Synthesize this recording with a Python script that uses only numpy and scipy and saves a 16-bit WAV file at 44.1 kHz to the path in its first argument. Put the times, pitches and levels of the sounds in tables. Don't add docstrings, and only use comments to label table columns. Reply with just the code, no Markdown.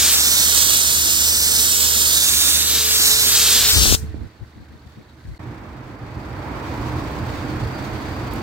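import sys
import numpy as np
from scipy import signal
from scipy.fft import rfft, irfft, next_fast_len
from scipy.io import wavfile
from scipy.ndimage import map_coordinates

SR = 44100
rng = np.random.default_rng(int(sys.argv[2]) if len(sys.argv) > 2 else 0)


def generate_wav(sig):
    pcm = np.round(np.clip(np.atleast_2d(sig).T, -1, 1) * 32767).astype(np.int16)
    wavfile.write(sys.argv[1], SR, pcm)


N = 371322
TIME = np.arange(N) / SR
SIZE = next_fast_len(N, real=True)
HZ = np.maximum(np.arange(SIZE // 2 + 1) * SR / SIZE, 1)
RELEASE_S, JUMP_S = 3.95, 5.3857


def from_db(db):
    return 10 ** (np.asarray(db) / 20)


def pan(db):
    return from_db(db * np.array([[.5], [-.5]]))


def rms_one(x):
    return x / np.sqrt(np.mean(x ** 2) + 1e-20)


def in_time(rows):
    s, *columns = np.transpose(rows)
    return np.array([np.interp(TIME, s, c) for c in columns])


def in_hz(rows):
    hz, *columns = np.transpose(rows)
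    return np.array([np.interp(np.log(HZ), np.log(hz), c) for c in columns])


def colour(x, gain):
    return irfft(rfft(x, SIZE) * gain, SIZE)[..., :N]


def below(edge_hz, order=4):
    return 1 / np.sqrt(1 + (HZ / edge_hz) ** (2 * order))


def above(edge_hz, order=4):
    return 1 / np.sqrt(1 + (edge_hz / HZ) ** (2 * order))


def bell(x, centre, width):
    return np.exp(-((x - centre) / width) ** 2)


def ramp(start_s, length_s):
    return np.clip((TIME - start_s) / length_s, 0, 1)


def after_release(t60):
    return from_db(-60 * np.clip((TIME - RELEASE_S) / t60, 0, 3))


def drift(rate_hz, step=40):
    count = N // step + 2
    hz = np.arange(count // 2 + 1) * SR / step / count
    slow = irfft(rfft(rng.standard_normal(count)) / np.sqrt(1 + (hz / rate_hz) ** 4), count)
    return np.interp(np.arange(N) / step, np.arange(count), rms_one(slow))


def stereo_noise(gain, likeness):
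    common = colour(rng.standard_normal(N), gain * np.sqrt(likeness))
    return common + colour(rng.standard_normal((2, N)), gain * np.sqrt(1 - likeness))


def delayed(x, delay_ms, oversample=3):
    fine = signal.resample_poly(x, oversample, 1)
    return map_coordinates(fine, [(TIME - delay_ms / 1000) * SR * oversample], order=1)


def impacts(per_s, spread_db, share):
    sizes = from_db(spread_db * np.minimum(rng.exponential(1, N), 4)) * rng.choice([-1, 1], N)
    hits = rms_one(sizes * (rng.random(N) < per_s / SR))
    return np.sqrt(share) * hits + np.sqrt(1 - share) * rng.standard_normal(N)


def bodywork_echoes(x, count=2, gain=.16, wander_ms=.05):
    paths_ms = (ms + wander_ms * drift(2.7) for ms in rng.uniform(0.673, 2.4, count))
    return x + gain * sum(np.interp(TIME - ms / 1000, TIME, x) for ms in paths_ms)


def close_echo(x, path, gain):
    echo_ms, = in_time(path)
    return x + gain * delayed(colour(x, above(4680, order=2)), echo_ms, oversample=2)


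def jet(level_db=-0.88, mist_db=-8, flutter_db=0.53, sway_db=0.51, ahead_db=2.5, db_per_ms=-15):
    # (time [s], level [dB])
    force = [(0, 3), (.32, 1.4), (.6, 1.5), (.9, -0.53), (1.7, 1), (2.15, 0.36), (2.83, -0.6), (3.02, 0.44),
             (3.4, 1), (3.9, -0.5)]
    # (time [s], lag of the left ear behind the right [ms])
    bearing = [(.09, 0.033), (.23, 0.17), (.4, 0.19), (.6, 0.26), (.83, .23), (1.2, .225), (1.4, .175),
               (1.6, 0.21), (1.79, 0.26), (2.13, .22), (2.3, .13), (2.55, 0.12), (2.8, 0.028), (3, 0.14),
               (3.2, 0.17), (3.38, .025), (3.58, 0.039), (3.72, -0.12), (3.82, -0.23), (3.92, -.28)]
    # (frequency [Hz], left level [dB], right level [dB])
    hiss = [(172.5, -92, -62), (315, -63.5, -59.5), (557, -73, -66), (1200, -67.5, -64), (1430, -62.5, -60),
            (2030, -63.5, -63), (2770, -57, -61), (3620, -55.5, -52.5), (4230, -53.5, -56),
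            (6200, -54, -53), (8780, -56, -51.5), (10500, -61, -58), (14000, -63, -54.5),
            (15380, -61.5, -58)]
    # (frequency [Hz], share [0-1])
    direct_share = [(150, .4), (600, .52), (1500, .6), (2250, .96), (3400, 1), (5200, .7), (7300, .46),
                    (9300, .27), (14000, .45)]
    # (time [s], left boost [dB], right boost [dB])
    middle_boost = [(0, -1.5, 1), (.55, -2.5, 1.9), (1, -1.5, -0.5), (1.55, -3.5, -1), (2.15, -1.5, 0.5),
                    (2.5, -3, 0.6), (2.8, .5, 0.5), (3.1, 1, 1.5), (3.4, -0.3, 1.5), (3.72, 2, 4),
                    (3.92, 0.5, 3.5)]
    # (time [s], delay [ms])
    left_echo = [(0, .75), (.56, .7), (.67, .55), (1.23, .51), (1.93, .5), (2.16, .66), (2.62, .71),
                 (2.72, .61), (3.18, .57), (3.44, .67), (3.67, .55)]
    right_echo = [(0, .43), (.2, .53), (.55, .5), (1.37, .37), (1.7, .38), (2.04, .44), (2.46, .455),
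                  (2.7, .5), (3.15, .75), (3.4, .62), (3.8, .47)]
    force_db, = in_time(force)
    lag_ms, = in_time(bearing)
    source, *around = (bodywork_echoes(impacts(14000, spread_db=3, share=0.33)) for _ in range(3))
    share = in_hz(direct_share)
    tone = from_db(in_hz(hiss)) * np.sqrt(SR / 2)
    ears = np.array([delayed(source, lag_ms / 2), delayed(source, -lag_ms / 2)])
    direct = colour(ears, tone * np.sqrt(share))
    scatter = colour(np.array(around), tone * np.sqrt(1 - share))
    valve = after_release(t60=0.053)
    mist = from_db(mist_db) * after_release(t60=0.222)
    spray = direct * valve + scatter * np.maximum(valve, mist)
    middle = colour(spray, below(4500) * above(706.5, order=2))
    spray = colour(spray, above(50)) + middle * (from_db(in_time(middle_boost)) - 1)
    left = close_echo(spray[0], left_echo, gain=.15)
    right = close_echo(spray[1], right_echo, gain=.27)
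    gain = from_db(level_db + force_db + flutter_db * drift(26) + sway_db * drift(5))
    return np.array([left, hollow(right)]) * pan(ahead_db + db_per_ms * lag_ms) * gain


def hollow(x, wander_hz=60, width_hz=400, third_width_hz=650):
    # (time [s], pitch [Hz], boost [dB])
    resonance = [(2.04, 3670, -1), (2.24, 3570, 5), (2.8, 3920, 5.5), (3.3, 3950, 4), (3.68, 4320, 5),
                 (3.83, 6050, 4.5)]
    hz, s, frames = signal.stft(x, SR, nperseg=512)
    pitch, boost_db = in_time(resonance)
    centre = np.interp(s, TIME, pitch + wander_hz * drift(2.5))
    lift = bell(hz[:, None], centre, width_hz) + bell(hz[:, None], 3 * centre, third_width_hz)
    boosted = frames * from_db(np.interp(s, TIME, boost_db) * lift)
    return signal.istft(boosted, SR, nperseg=512)[1][:N]


def pump(loaded_hz=72.85, idle_hz=76.5, hum_db=-38, waver_db=.9, idle_drop_db=13.5, rumble_db=-45):
    # (multiple of the stroke rate, relative level [dB])
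    hum_tones = [(1, 1), (2, -13.5), (3, -10.5), (4.34, -13.5)]
    # (time [s], relative level [dB])
    whine_level = [(1.2, -53.5), (1.7, -44.5), (2.4, -57.5), (2.8, -41.5), (3.85, -43), (4.02, -48.5),
                   (4.2, -59)]
    whine_db, = in_time(whine_level)
    idle = ramp(start_s=4.15, length_s=0.159)
    stroke_hz = loaded_hz + (idle_hz - loaded_hz) * idle
    phase = 2 * np.pi * np.cumsum(stroke_hz * (1 + 0.0017 * drift(3.7))) / SR
    hum = sum(from_db(db + waver_db * drift(5)) * np.sin(k * phase + rng.uniform(0, 2 * np.pi))
              for k, db in hum_tones)
    whine = from_db(whine_db + 0.5) * np.sin(6 * phase)
    tones = np.sqrt(2) * (from_db(hum_db) * hum + whine) * from_db(-idle_drop_db * idle)
    rumble = from_db(rumble_db) * rms_one(stereo_noise(above(48) * below(105, order=2), likeness=0.36))
    return (tones + rumble * after_release(t60=1.7)) * pan(-2) * (TIME < JUMP_S)


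def gusts(lowest_hz=55, lumps_db=2, rise_s=0.0073, fall_s=0.014):
    # (time [s], length [s], level [dB], upper edge [Hz], left over right [dB])
    puffs = [(3.57, 0.15, -33, 100, 1), (3.728, 0.12, -22.5, 85, 13), (3.747, .205, -28.5, 367, 6.5),
             (3.862, .1, -19.5, 96.3, 10), (3.96, .32, -32.5, 102, -6), (4.024, .04, -29.5, 160, -5),
             (4.13, .15, -41.5, 297, -8), (4.406, 0.042, -38.5, 115, 17), (4.555, 0.093, -42.5, 190, 3),
             (4.701, 0.071, -45, 190, 5), (4.85, .035, -43, 169.3, 4), (4.966, .06, -42, 260, 3),
             (5.246, 0.11, -33.5, 127, 5.5)]
    out = np.zeros((2, N))
    lumps = from_db(lumps_db * drift(18))
    for s, length, db, edge_hz, pan_db in puffs:
        start, count = int(s * SR), int(length * SR)
        age = TIME[:count]
        fade = np.clip(np.minimum(age / rise_s, (length - age) / fall_s), 0, 1)
        band = signal.butter(2, [lowest_hz, edge_hz], "band", fs=SR, output="sos")
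        swirls = signal.sosfilt(band, rng.standard_normal((2, SR)))[:, -count:]
        rounded = np.tanh(rms_one(swirls * lumps[start:start + count]) / 2)
        out[:, start:start + count] += rms_one(rounded * fade) * from_db(db) * pan(pan_db)
    return out


def drop_strikes(lowest_hz=150):
    # (time [s], peak level [dB], left over right [dB], upper edge [Hz])
    drops = [(3.833, -28, 7.5, 700), (3.856, -15, 16, 1060), (3.873, -27, 18, 890), (3.909, -27, 12, 500),
             (3.924, -16.5, 19, 450), (3.947, -18.5, 14, 547), (4.143, -29, -13, 340)]
    out, click = np.zeros((2, N)), signal.unit_impulse(SR // 20)
    for s, db, pan_db, edge_hz in drops:
        band = signal.butter(2, [lowest_hz, edge_hz], "band", fs=SR, output="sos")
        pop = signal.sosfilt(band, click)
        start = int(s * SR)
        out[:, start:start + len(pop)] += from_db(db) * pan(pan_db) * pop / pop.max()
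    return out


def settling_spray(level_db=-48, band_hz=(400, 3500)):
    band = signal.butter(1, band_hz, "band", fs=SR, output="sos")
    wash = rms_one(signal.sosfilt(np.vstack([band, band]), rng.standard_normal((2, N))))
    return from_db(level_db) * wash * after_release(t60=1.45)


def foam(per_s=170, t60=.028, rise_per_s=.7, spread_db=2.8, pan_spread_db=5, patter_db=-7.5):
    # (pitch [Hz], pitch spread [Hz], relative level [dB])
    bubble_kinds = [(1500, 70, 0), (1900, 150, .5), (3850, 220, -4.5), (4450, 130, -5.5)]
    # (time [s], level [dB])
    flow = [(4, -54), (4.26, -57), (4.33, -64), (4.42, -61), (4.62, -59), (4.85, -60), (5.1, -59),
            (5.16, -64), (5.23, -56), (5.38, -54)]
    level_db, = in_time(flow)
    out, age = np.zeros((2, N)), TIME[:int(t60 * SR)]
    length = JUMP_S - RELEASE_S
    count = int(per_s * length)
    decay = from_db(-60 * age / t60)
    for hz, spread_hz, db in bubble_kinds:
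        times = rng.uniform(RELEASE_S, JUMP_S, count)
        for s, (pitch, size, side, lag) in zip(times, rng.standard_normal((count, 4))):
            phase = 2 * np.pi * (hz + spread_hz * pitch) * age * (1 + rise_per_s * age / 2)
            ring = decay * np.sin([phase, phase + lag])
            gain = from_db(db + spread_db * min(size, 2)) * pan(pan_spread_db * side)
            start = int(s * SR)
            out[:, start:start + len(age)] += ring * gain
    bubbles = rms_one(out) * np.sqrt(length / TIME[-1])
    drops = np.array([impacts(per_s=280, spread_db=1, share=0.8) for ear in range(2)])
    patter = from_db(patter_db + 2.4 * drift(14)) * rms_one(colour(drops, bell(HZ, 2500, 11400)))
    return from_db(level_db) * (bubbles + patter) * (TIME > RELEASE_S) * (TIME < JUMP_S)


def drips(t60=.025, small_per_s=8, small_db=-50, small_hz=3900):
    # (time [s], peak level [dB], pitch [Hz])
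    loud = [(5.611, -48, 13050), (6.766, -43, 13030), (8.336, -26, 13000), (8.359, -34, 12000)]
    out, age = np.zeros((2, N)), TIME[:SR // 20]
    length = JUMP_S - RELEASE_S
    small = [(RELEASE_S + when * length, small_db, small_hz * (.9 + .2 * pitch))
             for when, pitch in rng.random((int(small_per_s * length), 2))]
    for s, db, hz in loud + small:
        start = int(s * SR)
        burst = rng.standard_normal((2, len(age))) * from_db(-60 * age / t60)
        splat = signal.lfilter(*signal.iirpeak(hz, Q=2.5, fs=SR), burst)[:, :N - start]
        out[:, start:start + splat.shape[1]] += from_db(db) * splat / np.abs(splat).max()
    return out


def street_levels(sheltered_db=(-47.5, -55, -62), open_db=(-35.5, -42.5, -57), swell_start_s=5.974):
    # (rise [dB], rise time [s])
    swells = [(9, 0.83), (9.1, 0.59), (12.34, 0.83)]
    return [np.where(TIME < JUMP_S, low, high) + rise_db * ramp(swell_start_s, rise_s)
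            for low, high, (rise_db, rise_s) in zip(sheltered_db, open_db, swells)]


def traffic(low_edge_hz=380, high_edge_hz=2800):
    # (frequency [Hz], left level [dB], right level [dB])
    street = [(20.1, -81.5, -74.5), (56, -49.5, -50), (110, -51.5, -47.5), (166, -58.5, -57.5),
              (299, -58, -53), (388, -61, -59), (626, -64, -59.5), (930, -62.5, -59.5),
              (2340, -71.5, -69.5), (2870, -78.5, -77), (3800, -79, -78.5), (6430, -86.5, -88.5),
              (10350, -97, -94.5), (15920, -99.5, -94.5)]
    # (frequency [Hz], likeness [0-1])
    likeness = [(60, 0.9), (300, 0.98), (900, 0.36), (2000, 0.18), (5000, 0.046)]
    # (frequency [Hz], width [Hz], boost [dB])
    drone = [(126, 3.9, 9.5), (307.5, 11, 4.5)]
    rumble_db, roar_db, wet_db = street_levels()
    tone = from_db(in_hz(street) + sum(db * bell(HZ, hz, width) for hz, width, db in drone))
    parts = [(below(low_edge_hz), rumble_db - 0.6 + 1.5 * drift(9.6)),
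             (above(low_edge_hz) * below(high_edge_hz), roar_db + 0.83),
             (above(high_edge_hz), wet_db + 0.6 + 1.6 * drift(27.4))]
    return sum(from_db(db) * rms_one(stereo_noise(tone * band, in_hz(likeness))) for band, db in parts)


def idling_engine(firings_per_s=26.75, firing_at_s=7.406, attack_s=0.0066, t60=.18, relative_db=-3.5):
    cylinders = [0, -1.2, .8, -.5]
    # (frequency [Hz], relative level [dB])
    tone = [(1200, 0), (3300, -13.5), (4600, -7), (6500, -15), (9000, -14.5), (12000, -19.5), (15000, -15)]
    firings = (TIME - firing_at_s) * firings_per_s
    age = firings % 1 / firings_per_s
    cylinder_db = np.array(cylinders)[np.floor(firings).astype(int) % len(cylinders)]
    beat = np.minimum(age / attack_s, 1) * from_db(cylinder_db - 60 * age / t60)
    grains = np.array([impacts(per_s=3300, spread_db=2.5, share=0.56) for ear in range(2)])
    clatter = rms_one(colour(grains * beat, from_db(in_hz(tone)) * above(700)))
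    return clatter * from_db(street_levels()[-1] + relative_db)


def whistle(wander_hz=40, flutter_db=4.5, flutter_hz=22):
    # (pitch [Hz], relative level [dB])
    tones = [(4360, -7), (4590, -6), (4740, -5)]
    # (time [s], level [dB])
    loudness = [(4.1, -71.5), (5.33, -80), (5.5, -74), (6.2, -62), (7.2, -56), (7.7, -51), (8.4, -52)]
    out = np.zeros((2, N))
    for hz, db in tones:
        phase = 2 * np.pi * np.cumsum(hz + wander_hz * drift(16)) / SR
        ears = np.sin([phase, phase + drift(flutter_hz)])
        flicker = from_db(flutter_db * np.minimum(drift(flutter_hz), 1.5))
        out += from_db(db) * rms_one(ears * flicker)
    return out * from_db(in_time(loudness)) * pan(-4.5)


def passing_car(at_s=6.87, width_s=0.45, level_db=-39.5, pitch_hz=980, width_hz=220):
    tyres = rms_one(stereo_noise(bell(HZ, pitch_hz, width_hz), likeness=.5))
    return tyres * from_db(level_db) * pan(-3) * bell(TIME, at_s, width_s)


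def scene():
    washing = jet() + pump() + gusts() + drop_strikes() + settling_spray() + foam() + drips()
    return washing + traffic() + idling_engine() + whistle() + passing_car()


def record(dry, notch_hz=9750, notch_width_hz=620, notch_db=-7, dip_s=.01, cutoff_hz=15850):
    openings = from_db(notch_db * bell(HZ, notch_hz, notch_width_hz))
    dip = np.interp(TIME - JUMP_S + dip_s / 2, [-.001, 0, dip_s, dip_s + .004], [1, .04, .1, 1])
    top_cut = np.clip((cutoff_hz - HZ) / 150 + .5, 0, 1)
    return colour(dry * dip, openings * top_cut)


dry = scene()
out = record(dry)
generate_wav(out)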